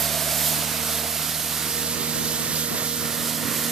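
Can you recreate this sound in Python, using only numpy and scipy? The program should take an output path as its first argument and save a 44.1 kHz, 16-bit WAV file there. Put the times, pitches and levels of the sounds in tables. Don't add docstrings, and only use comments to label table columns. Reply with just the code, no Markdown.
import sys
import numpy as np
from scipy import signal
from scipy.fft import rfft, irfft
from scipy.io import wavfile
from scipy.ndimage import uniform_filter1d

SR = 44100
rng = np.random.default_rng(int(sys.argv[2]) if len(sys.argv) > 2 else 0)


def transcribe(u):
    v = np.clip(np.atleast_2d(u).T, -1, 1)
    q = np.round(v * 32767).astype(np.int16)
    wavfile.write(sys.argv[1], SR, q)


N = 163611
SIZE, HOP = 1024, 256
T = np.arange(N) / SR
FRAME_S = np.arange(N // HOP + 5) * HOP / SR
BIN_HZ = np.fft.rfftfreq(SIZE, 1 / SR)

# t/s, firing rate f/Hz, then four columns of level/dB
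ENGINE_SPEED_AND_TONES = [(0, 76.8, -42.0, -39, -40, -53), (0.25, 76.6, -43.0, -39.0, -46, -53.5),
                          (0.5, 76.6, -45, -38.5, -41, -47.5), (0.8, 77.47, -44.5, -42.5, -42, -46),
                          (1.05, 77.46, -43.5, -45, -43.0, -43.5), (1.25, 78.2, -48, -41.5, -47, -57.5),
                          (1.5, 78.5, -47.0, -43, -46.5, -49), (1.85, 78.65, -47, -42.5, -42, -42),
                          (2.2, 78.6, -49, -39, -37.0, -44), (2.6, 78.42, -46.5, -39.5, -41.5, -44.5),
                          (3.0, 78.23, -50, -43.0, -39.5, -42.5), (3.3, 78.4, -52.0, -43, -38, -48.5),
                          (3.65, 78.4, -56.0, -39.5, -36.0, -43)]
START_FIRING_HZ = ENGINE_SPEED_AND_TONES[0][1]
WAVER_HZ = 10.9


def amp(db):
    return 10 ** (np.asarray(db) / 20)


def unit(x):
    return x / np.sqrt(np.mean(abs(x) ** 2) + 1e-20)


def curve(rows, t, column=1):
    rows = np.array(rows)
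    return np.interp(t, rows[:, 0], rows[:, column])


def colour(rows, hz=BIN_HZ):
    f, value = np.transpose(rows)
    return np.interp(np.log(hz + 1), np.log(f + 1), value)


def drift(rate_hz):
    hz = np.fft.rfftfreq(N, 1 / SR)
    spectrum = rfft(rng.standard_normal(N))
    return unit(irfft(spectrum / (1 + (hz / rate_hz) ** 4), N))


def spectra(x):
    padded = np.pad(x, ((0, 0), (0, 2 * SIZE)))
    z = signal.stft(padded, nperseg=SIZE, noverlap=SIZE - HOP)[2]
    return z.transpose(0, 2, 1)[:, :len(FRAME_S)]


def sound(z):
    return signal.istft(z.transpose(0, 2, 1), nperseg=SIZE, noverlap=SIZE - HOP)[1][:, :N]


def white():
    return spectra(rng.standard_normal((2, N)))


def patches(size):
    field = rng.standard_normal((len(FRAME_S), len(BIN_HZ)))
    field = uniform_filter1d(field, size[0], axis=0)
    return unit(uniform_filter1d(field, size[1], axis=1))


def ports(hz):
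    # f/Hz, level difference/dB
    balance = [(60, -5), (92, -6.5), (140, -7.5), (210, -7.5), (330, -7.5), (500, -7.5), (770, -7.5),
               (1170, -5.5), (1790, -7.5), (2740, -1.5), (4180, -3), (6400, -4.5), (9780, -7),
               (15000, -8.5)]
    left = amp(colour(balance, hz))
    return 2 * np.array([left, np.ones_like(left)]) / (1 + left)


def from_sweeper(z, shape_db):
    # f/Hz, likeness (1 = the same)
    likeness = [(50, 1), (200, 0.89), (700, 1), (1400, 0.75), (2200, 0.62), (2900, 1), (3800, 0.78),
                (5000, 0.64), (7000, 0.65), (10000, 0.7), (13500, 0.47)]
    # t/s, lead of the right port/samples
    bearing = [(0, 0), (.15, -0.3), (.47, -0.2), (.58, 0.5), (.8, 0.67), (1.55, 0.66), (2.0, 2.2), (2.3, 2),
               (2.78, 2.5), (3.25, .5), (3.71, .5)]
    same = np.clip(colour(likeness), 0, 1)
    lead = curve(bearing, FRAME_S)[:, None]
    delay = np.exp(-2j * np.pi * BIN_HZ / SR * lead)
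    right = z[0]
    left = delay * (same * z[0] + np.sqrt(1 - same ** 2) * z[1])
    pair = np.array([left, right])
    return sound(pair * unit(amp(shape_db)) * ports(BIN_HZ)[:, None])


def tone(turns, multiple, level_db, locked=False):
    start = 0 if locked else rng.random()
    wave = np.sqrt(2) * np.cos(2 * np.pi * (multiple * turns + start))
    wavering_db = level_db + 0.7 * drift(WAVER_HZ)
    return ports(np.array([multiple * START_FIRING_HZ])) * wave * amp(wavering_db)


def wind():
    # centre t/s, length/s, left level/dB, right level/dB
    gusts = [(0.365, 0.11, -47, -51), (.58, 0.072, -39, -40), (1.845, 0.11, -40, -45),
             (1.998, 0.068, -45, -31.5), (2.182, .07, -33.5, -44), (2.23, .12, -35.5, -35.5),
             (2.418, .18, -39.5, -38), (2.516, .08, -41, -36), (2.736, 0.041, -28, -38),
             (3.04, 0.095, -40, -37), (3.22, .1, -37, -38), (3.49, 0.19, -42, -33)]
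    # f/Hz, relative level/dB
    gust_colour = [(25, -38), (60, -3), (130, 0.5), (220, 2.5), (340, 2), (580, -14.5), (900, -16),
                   (2500, -38)]
    power = 0
    for centre, length, left, right in gusts:
        puff = np.exp(-2 * ((T - centre) / length) ** 2)
        power = power + (amp([[left], [right]]) * puff) ** 2
    return sound(white() * unit(amp(colour(gust_colour)))) * np.sqrt(power)


def howl(turns):
    # t/s, level/dB
    howl_level = [(0, -38.5), (.12, -37.5), (.45, -38), (.7, -44.5), (1.12, -41), (1.25, -50), (1.4, -44.5),
                  (1.8, -58.5), (3.71, -52)]
    # f/Hz, relative level/dB
    resonance = [(300, -36), (520, -15), (590, -6), (690, -1), (750, -14), (830, -20), (1500, -40)]
    cylinders, main_multiple = 4, 9
    main_db, comb_db, air_db = -4, -3.5, -1
    level_db = curve(howl_level, T)

    multiples = np.arange(28, 42) / cylinders
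    multiples = multiples[multiples != main_multiple]
    shape_db = colour(resonance, multiples * START_FIRING_HZ)
    shape_db = shape_db - 20 * np.log10(np.linalg.norm(amp(shape_db)))
    comb = sum(tone(turns, k, level_db + comb_db + db) for k, db in zip(multiples, shape_db))

    air = from_sweeper(white(), colour(resonance)) * amp(level_db + air_db)
    return comb + air + tone(turns, main_multiple, level_db + main_db)


def roar(turns, throb=.14, patchy_db=1.1):
    # t/s, level/dB
    roar_level = [(0, -35), (.5, -36.5), (1.0, -37.5), (1.5, -39), (1.65, -37), (1.9, -39.5), (2.0, -35.5),
                  (2.1, -38.5), (2.45, -37), (2.65, -40), (2.82, -35), (2.92, -43.5), (3.02, -38),
                  (3.38, -38), (3.5, -34), (3.71, -37.5)]
    # f/Hz, relative level/dB
    side_colour = [(30, -44), (70, -6), (130, 0), (260, 0), (390, -2), (520, -5), (850, 2), (1050, 0),
                   (1420, 1.5), (1650, -1), (2100, 0.5), (2600, -1), (5000, -9), (14000, -41)]
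    # f/Hz, relative level/dB
    rear_colour = [(30, -40), (70, -8), (130, 3.5), (260, 4), (400, 1.5), (620, 4), (830, -6.5), (1000, 0),
                   (1350, 2), (1600, -2.5), (1850, 3), (2400, -3), (5000, -13), (14000, -45)]
    lift_db, turn_start_s, turn_end_s = 3, 0.9, 2.6
    behind = np.clip((FRAME_S - turn_start_s) / (turn_end_s - turn_start_s), 0, 1)[:, None]
    shape_db = (1 - behind) * colour(side_colour) + behind * colour(rear_colour)
    shape_db = shape_db + patchy_db * patches(size=(16, 6))
    beat = 1 + throb * (np.cos(2 * np.pi * turns) + np.cos(np.pi * turns)) / 2
    throbbing = spectra(unit(beat * rng.standard_normal((2, N))))
    return from_sweeper(throbbing, shape_db) * amp(lift_db + curve(roar_level, T))


def engine(turns):
    strong_multiples = (1, 2, 3, 6)
    # multiple of the firing rate, level at the start/dB, level at the end/dB
    weak_tones = [(2.5, -53, -62), (3.5, -52, -48), (4, -58, -53), (7.5, -48, -69), (12, -58.5, -54.5),
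                  (18, -69, -47), (23, -66, -50)]
    lift_db = 0.4
    drone = 0
    for column, multiple in enumerate(strong_multiples, start=2):
        level_db = curve(ENGINE_SPEED_AND_TONES, T, column) + lift_db
        drone = drone + tone(turns, multiple, level_db, locked=True)
    for multiple, start_db, end_db in weak_tones:
        drone = drone + tone(turns, multiple, np.linspace(start_db, end_db, N))
    return drone


def brushes(patchy_db=.5, flutter_db=0.36, flutter_hz=25):
    # t/s, relative level/dB
    contact = [(0, 1), (.03, 2), (.11, 2), (.28, 1.5), (.4, 3), (.47, 4), (.57, 1.2), (.79, 0), (.9, 1.3),
               (.98, 0.3), (1.05, -1.6), (1.26, 0.6), (1.45, -.3), (1.78, 0.8), (1.9, -0.2), (2.05, 0.3),
               (2.32, 0.5), (2.5, 0.5), (2.59, 2.8), (2.7, -1.4), (2.85, 1), (3.17, -1.1), (3.28, 1),
               (3.41, -2.5), (3.56, 1), (3.71, 0.5)]
    # f/Hz, relative level/dB
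    hiss_colour = [(500, -23), (1500, -13), (2400, -12), (3000, -5.5), (3800, -3), (4700, -2.5), (6000, -4),
                   (8000, -3.5), (10000, -4), (12000, -2.5), (14300, -2)]
    # t/s, relative level/dB
    top_treble = [(0, 6), (.1, -1), (.3, 2), (.47, 3), (.65, -0.5), (1.0, 2), (1.9, -0.1), (2.8, 0.1),
                  (3.71, 2)]
    hiss_db, flicks_db = -24.5, -34.5
    flicks_per_s, spread_db = 2500, 1.5
    top_from_hz, top_full_hz = 6100, 13000

    sizes = amp(spread_db * np.minimum(rng.exponential(1, (2, N)), 4))
    happens = rng.random((2, N)) < flicks_per_s / SR
    flicks = unit(sizes * rng.choice([-1, 1], (2, N)) * happens)
    scrape = amp(hiss_db) * white() + amp(flicks_db) * spectra(flicks)

    top_share = np.interp(BIN_HZ, [top_from_hz, top_full_hz], [0, 1])
    top_db = curve(top_treble, FRAME_S)[:, None] * top_share
    shape_db = colour(hiss_colour) + top_db + patchy_db * patches(size=(16, 24))
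    return from_sweeper(scrape, shape_db) * amp(curve(contact, T) + flutter_db * drift(flutter_hz))


def scene():
    jitter = 0.00284
    firing_hz = curve(ENGINE_SPEED_AND_TONES, T) * (1 + jitter * drift(WAVER_HZ))
    turns = np.cumsum(firing_hz) / SR
    return wind() + howl(turns) + roar(turns) + engine(turns) + brushes()


def record(dry):
    edge_hz = 14300
    taps = signal.firwin(1023, edge_hz, window=("kaiser", 8), fs=SR)
    return signal.oaconvolve(dry, taps[None], "same")


dry = scene()
out = record(dry)
transcribe(out)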